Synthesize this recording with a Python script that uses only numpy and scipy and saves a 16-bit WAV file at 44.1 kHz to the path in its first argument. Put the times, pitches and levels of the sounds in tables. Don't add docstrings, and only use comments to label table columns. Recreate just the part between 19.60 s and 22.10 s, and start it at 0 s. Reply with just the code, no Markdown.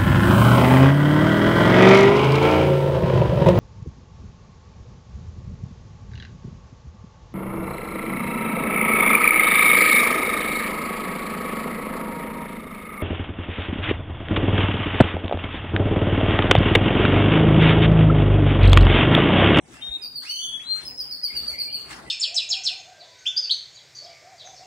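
import sys
import numpy as np
from scipy import signal
from scipy.fft import rfft, irfft, next_fast_len
from scipy.io import wavfile
from scipy.ndimage import uniform_filter1d, map_coordinates

SR = 44100
rng = np.random.default_rng(int(sys.argv[2]) if len(sys.argv) > 2 else 0)


def boost_factor(decibels):
    exponent = np.asarray(decibels, float) / 20
    return 10 ** exponent


def generate_wav(sig):
    pcm = np.round(np.clip(np.atleast_2d(sig).T, -1, 1) * 32767).astype(np.int16)
    wavfile.write(sys.argv[1], SR, pcm)


N = 110250
TIME_S = np.arange(N) / SR

# start_s, top_hz, fall_hz, level_db, room_share_db
CHIRPS = [(0.412, 5087, 716, -36.5, 5), (0.541, 4929, 885, -35.5, 7.5), (0.68, 4696, 500, -38.5, 10),
          (1.241, 5475, 682, -43.5, 8), (1.375, 5370, 793, -27, 0), (1.494, 5300, 1150, -35, 4.5),
          (1.622, 5265, 1036, -27.5, -1.5), (1.741, 5010, 784, -29.5, 3), (1.864, 4865, 587, -27.5, -1.5),
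          (1.979, 4949, 898, -26.5, 3.5), (2.12, 4815, 775, -29, 0.5)]
# time_s, pitch_hz, level_db
RISING_WHISTLE = [
    (.618, 1435, -60),
    (.64, 2050, -46),
    (.674, 2770, -38),
    (.72, 3081, -37.5),
    (.83, 3125, -36.5),
    (.85, 3088, -30.5),
    (.91, 3180, -74),
    (.93, 2940, -86),
]
RISING_TONES_DB = [-6.5, -12, -20, -21, -32]
# time_s, pitch_hz, level_db
PURE_WHISTLE = [
    (1.045, 3960, -55),
    (1.068, 4060, -46),
    (1.095, 4183, -30),
    (1.125, 4168, -24.5),
    (1.17, 4174, -31.5),
    (1.205, 4173, -36),
    (1.225, 4162, -46),
    (1.28, 4172, -60),
]
PURE_TONES_DB = [1, -26.5, -20.5]
# time_s, pitch_hz, level_db
RUN_IN = [
    (.993, 1694, -54.5),
    (1.003, 2430, -54.5),
    (1.014, 2960, -55),
    (1.032, 3500, -54.5),
    (1.044, 3884, -45.5),
    (1.075, 4100, -42),
    (1.09, 4140, -56),
]
# start_s, length_s, start_hz, held_hz, level_db
NEAR_NOTES = [
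    (.212, 0.089, 3600, 3692, -34.5),
    (.27, 0.025, 2980, 3570, -46),
    (.3, .07, 3597, 3721, -34),
    (.315, 0.051, 3660, 3820, -39.5),
]
# start_s, length_s, start_hz, held_hz, level_db
NEIGHBOUR_NOTES = [
    (.76, 0.071, 2742, 2964, -43.5),
    (.795, 0.09, 3346, 3400, -41.5),
    (.875, 0.098, 3328, 3352, -35.5),
]
NOTE_TONES_DB = [1, -29.5, -20, -34]
# start_s, length_s, start_hz, held_hz, level_db
WARBLE = [(.145, 0.045, 2540, 2820, -49.5), (.2, 0.03, 2740, 3170, -48), (.39, 0.048, 2525, 2556, -56.5),
          (1.665, 0.021, 2380, 2200, -51.5), (1.66, 0.023, 3240, 3175, -55.5),
          (1.69, 0.023, 2180, 2080, -42.5), (1.72, 0.019, 2425, 2450, -45), (1.742, 0.025, 2620, 2836, -47),
          (1.775, 0.014, 2800, 2950, -60), (1.9, 0.024, 2435, 2270, -49.5), (1.925, 0.026, 2192, 2070, -40),
          (1.96, 0.034, 2093, 2220, -47), (1.975, 0.023, 2404, 2630, -46.5),
          (2.003, 0.017, 2750, 2910, -50.5), (2.065, 0.02, 2324, 2335, -44),
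          (2.085, 0.018, 2590, 2800, -48), (2.1, 0.019, 2900, 3160, -43.5), (2.118, 0.025, 2710, 2630, -55),
          (2.155, 0.022, 3120, 3150, -49), (2.445, 0.04, 2204, 1997, -51.5), (2.478, 0.02, 2640, 2860, -54)]
# pitch_hz, level_db per Hz
BREATH_COLOUR = [(2600, -13.5), (3400, -1.5), (4300, 0), (5600, -4), (6800, -15)]
# centre_s, half_length_s, level_db
SWISHES = [
    (0.626, .02, -58),
    (1.17, 0.04, -45.5),
    (1.385, 0.0096, -51.5),
    (1.771, .008, -61.5),
    (1.863, .007, -64),
    (2.002, 0.009, -61),
    (2.315, 0.024, -46),
]
# pitch_hz, level_db per Hz
SWISH_COLOUR = [(2500, -9), (5500, -2), (9000, 3.5), (12000, -9), (15500, -12)]
# pitch_hz, level_db per Hz
SCRAPE_COLOUR = [(400, -25), (800, 8), (1300, 5), (1900, 0)]
# centre_s, level_db, pitch_hz
BUMPS = [
    (0.305, -40.5, 55.3),
    (1.755, -47, 62),
    (1.932, -46, 70.7),
]
# time_s, level_db
HUM_LEVEL = [(0.0, -52.5), (0.28, -47.5), (0.3, -48.5), (0.38, -51.5), (0.79, -61.5), (0.9, -54),
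             (1.1, -55.5), (1.27, -48), (1.68, -58), (1.75, -47), (2.14, -51.5), (2.5, -43.5)]
# pitch_hz, level_db per Hz
HUM_COLOUR = [(18, -46), (33, -29), (55, -0.5), (102, -2), (250, 1.5), (495, -4), (900, -6), (1170, -17),
              (1980, -120)]
# pitch_hz, width_hz, lift_db
HUM_PEAKS = [(66.4, 11, 6.5), (135.6, 11.6, 7.5), (260, 16.5, 1.5)]
# time_s, level_db
RUSTLE_LEVEL = [(0.0, -66), (0.16, -52.5), (0.6, -66), (0.64, -49.5), (0.78, -66), (1.23, -49), (1.38, -62),
                (1.48, -56.5), (1.61, -63.5), (1.71, -56), (1.91, -50), (2.12, -60.5), (2.3, -49),
                (2.31, -44.5), (2.42, -52.5), (2.5, -58.5)]
# pitch_hz, level_db per Hz
RUSTLE_COLOUR = [(500, -23.5), (1300, -5.5), (2500, -9.5), (5000, -14.5), (8000, -15.5), (10500, -15),
                 (12500, -33.5), (15500, -27)]
# pitch_hz, ring_s
ROOM = [(1000, .45), (2500, .4), (4500, .46), (9000, .4), (15000, .35)]
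# pitch_hz, share of the difference kept
SIDE_KEPT = [(60, .3), (250, .25), (600, .7), (5500, .95), (7000, .08), (15000, .06)]
# pitch_hz, lead_radians
LEAD = [(600, 0), (2200, -1.36), (6400, -1.66), (8200, 0), (15600, 6.5)]
# pitch_hz, lean_db
LEAN = [(60, 4.5), (180, 2.5), (550, 2), (1650, -0.5), (4970, 1.5), (15000, 0)]


def chirps():
    out = 0
    length_s, peak = 0.051, 0.44
    for start_s, top_hz, fall_hz, level_db, room_db in CHIRPS:
        part = np.clip((TIME_S - start_s) / length_s, 0, 1)
        ramp = np.minimum(part / peak, (1 - part) / (1 - peak))
        gain = boost_factor(level_db) * np.sin(np.pi / 2 * ramp) ** 1.4
        voice = whistle(top_hz - fall_hz * part, gain, [1.5, -17, -14.5], waver_hz=35.14)
        out = out + placed(voice, room_db, pan_db=-2)
    return out


def long_whistles():
    rising = call(RISING_WHISTLE, RISING_TONES_DB, room_db=7, pan_db=-7.5, waver_hz=40, waver_db=3)
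    pure = call(PURE_WHISTLE, PURE_TONES_DB, room_db=-10.5, pan_db=7.5, waver_hz=6, waver_db=1)
    run_in = call(RUN_IN, PURE_TONES_DB, room_db=3, pan_db=3, waver_hz=30, waver_db=4)
    return rising + pure + run_in


def breath():
    return boost_factor(-48) * bump_shape(0.663, 0.056) * rush(BREATH_COLOUR, patchy_db=0.0)


def short_notes():
    near = notes(NEAR_NOTES, NOTE_TONES_DB, room_db=-5.5, pan_db=4, waver_hz=15, waver_db=1.5)
    return near + notes(NEIGHBOUR_NOTES, NOTE_TONES_DB, room_db=1, pan_db=4, waver_hz=25)


def far_warble():
    return notes(WARBLE, [0], room_db=3.5, pan_db=0, waver_hz=109)


def swishes():
    gain = sum(boost_factor(level_db) * bump_shape(centre_s, half_s) for centre_s, half_s, level_db in SWISHES)
    return gain * rush(SWISH_COLOUR, patchy_db=0.5)


def scrape():
    rough = boost_factor(-45.5 + 2.9 * wobble(60))
    return rough * bump_shape(2.35, 0.094) * rush(SCRAPE_COLOUR, patchy_db=0.5)


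def bumps():
    out = 0
    for centre_s, level_db, pitch_hz in BUMPS:
        thud = np.sin(2 * np.pi * pitch_hz * (TIME_S - centre_s))
        out = out + boost_factor(level_db) * bump_shape(centre_s, 0.016) * thud
    return out


def room_hum():
    level_db = np.interp(TIME_S, *np.transpose(HUM_LEVEL)) + 0.22 * wobble(9.9)
    return boost_factor(level_db) * rush(HUM_COLOUR, patchy_db=0.0, peaks=HUM_PEAKS)


def rustle():
    grain = unit(boost_factor(1 * wobble(300) + 1.2 * wobble(25)))
    level_db = np.interp(TIME_S, *np.transpose(RUSTLE_LEVEL)) + 5
    return boost_factor(level_db) * grain * rush(RUSTLE_COLOUR, patchy_db=3.5)


def call(rows, tones_db, room_db, pan_db, waver_hz, waver_db):
    time_s, pitch_hz, level_db = np.transpose(rows)
    edges = np.clip(np.minimum(TIME_S - time_s[0], time_s[-1] - TIME_S) / 0.0016, 0, 1)
    gain = edges * boost_factor(np.interp(TIME_S, time_s, level_db))
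    voice = whistle(np.interp(TIME_S, time_s, pitch_hz), gain, tones_db, waver_hz, waver_db)
    return placed(voice, room_db, pan_db)


def notes(rows, tones_db, room_db, pan_db, waver_hz, waver_db=3):
    out = 0
    glide_s, fade_s = 0.0096, 0.0016
    for start_s, length_s, start_hz, held_hz, level_db in rows:
        age_s = np.clip(TIME_S - start_s, 0, length_s)
        edges = np.minimum(age_s / glide_s / 2, (length_s - age_s) / fade_s)
        pitch_hz = held_hz + (start_hz - held_hz) * np.exp(-age_s / glide_s)
        voice = whistle(pitch_hz, boost_factor(level_db) * np.clip(edges, 0, 1), tones_db, waver_hz, waver_db)
        out = out + placed(voice, room_db, pan_db)
    return out


def whistle(pitch_hz, gain, tones_db, waver_hz, waver_db=3):
    on = np.flatnonzero(gain)
    unsteady_hz = pitch_hz[on] + waver_hz * wobble(121.3, count=len(on))
    phase = 2 * np.pi * np.cumsum(unsteady_hz) / SR
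    tones = sum(boost_factor(db) * np.sin((k + 1) * phase) for k, db in enumerate(tones_db))
    out = np.zeros(N)
    out[on] = np.sqrt(2) * gain[on] * boost_factor(waver_db * wobble(70.7, count=len(on))) * tones
    return out


def room_tail():
    hz, t, z = signal.stft(rng.standard_normal((2, int(.7 * SR))), SR, nperseg=256)
    fading = z * boost_factor(-60 * t / along(ROOM, hz)[:, None])
    tail = signal.istft(fading, SR, nperseg=256)[1]
    age_s = np.arange(tail.shape[1]) / SR
    early = boost_factor(-9.5 + 2.5 - 60 * age_s / 0.039)
    tail = tail * np.clip(age_s / 0.002 - 1, 0, 1) * (1 + early)
    return tail / np.linalg.norm(tail) * np.sqrt(2)


def placed(x, room_db, pan_db):
    first, last = np.flatnonzero(x)[[0, -1]]
    voice = x[first:last]
    echoes = signal.fftconvolve(voice[None], room_tail(), axes=1)[:, :N - first]
    straight = signal.lfilter(*signal.butter(2, 7500, fs=SR), voice)
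    out = np.zeros((2, N))
    out[:, first:last] = straight * boost_factor([[pan_db / 2], [-pan_db / 2]])
    out[:, first:first + echoes.shape[1]] += boost_factor(room_db) * echoes
    return out


def rush(colour, patchy_db, peaks=()):
    noise = patches(rng.standard_normal((2, N)), 512, tall=8, wide=10, depth_db=patchy_db)
    noise = patches(noise, 2048, tall=2, wide=3, depth_db=2.5)
    m = next_fast_len(N + 8192)
    hz = np.fft.rfftfreq(m, 1 / SR)
    closed = [(colour[0][0] * .6, -60), *colour, (colour[-1][0] * 1.5, -60)]
    lift_db = sum(db * np.exp(-((hz - centre) / width) ** 2) for centre, width, db in peaks)
    return unit(irfft(rfft(noise, m) * boost_factor(along(closed, hz) + lift_db), m)[:, :N])


def patches(pair, size, tall, wide, depth_db):
    z = signal.stft(pair, nperseg=size)[2]
    field = uniform_filter1d(rng.standard_normal(z.shape[1:]), size=tall, axis=0)
    field = uniform_filter1d(field, size=wide, axis=1)
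    return signal.istft(z * boost_factor(depth_db * unit(field)), nperseg=size)[1][:, :N]


def bump_shape(centre_s, half_s):
    return np.exp(-((TIME_S - centre_s) / half_s) ** 2)


def wobble(rate, count=N):
    steps = np.arange(count) * np.clip(rate, .1, 1500) / SR
    return map_coordinates(rng.standard_normal(4000), [steps])


def unit(x):
    return x / np.sqrt(np.mean(x ** 2) + 1e-20)


def along(points, hz):
    f, value = np.transpose(points)
    return np.interp(np.log(hz + 1), np.log(f + 1), value)


def scene():
    birds = chirps() + long_whistles() + breath() + short_notes() + far_warble()
    return birds + swishes() + scrape() + bumps() + room_hum() + rustle()


def ports(pair):
    m = next_fast_len(N + 8192)
    hz = np.fft.rfftfreq(m, 1 / SR)
    left, right = rfft(pair, m) * (hz < 15850)
    mid = (left + right) / 2
    side = (left - right) / 2 * np.clip(along(SIDE_KEPT, hz), 0, 1)
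    tilt = boost_factor(along(LEAN, hz) / 2) * np.exp(.5j * np.interp(hz, *np.transpose(LEAD)))
    return irfft(np.array([(mid + side) * tilt, (mid - side) / tilt]), m)[:, :N]


def gate(pair):
    ms = np.array([pair[0] + pair[1], pair[0] - pair[1]]) / 2
    z = signal.stft(ms, nperseg=2048)[2]
    power = (abs(z[:, :1024]) ** 2).reshape(2, 64, 16, -1).mean(2)
    level_db = 10 * np.log10(power + 1e-20)
    top = level_db.max(0)
    spread = [np.roll(top, k, axis=0) - 2.5 * abs(k) for k in range(-1, 7)]
    hidden = np.max(spread, axis=0) - 24
    usual = np.percentile(top, 30, axis=1, keepdims=True) - 7 * np.linspace(2.2, -.3, 64)[:, None]
    bass = (np.arange(64) < 7)[:, None]
    keep = (level_db > np.maximum(hidden, usual)) | bass
    z[:, :1024] *= np.repeat(keep, 16, axis=1)
    mid, side = signal.istft(z, nperseg=2048)[1][:, :N]
    return np.array([mid + side, mid - side])


def roll_off(x):
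    return signal.sosfilt(signal.butter(12, 15870, fs=SR, output="sos"), x)


def record(dry):
    mix = gate(ports(dry))
    return roll_off(mix)


dry = scene()
out = record(dry)
generate_wav(out)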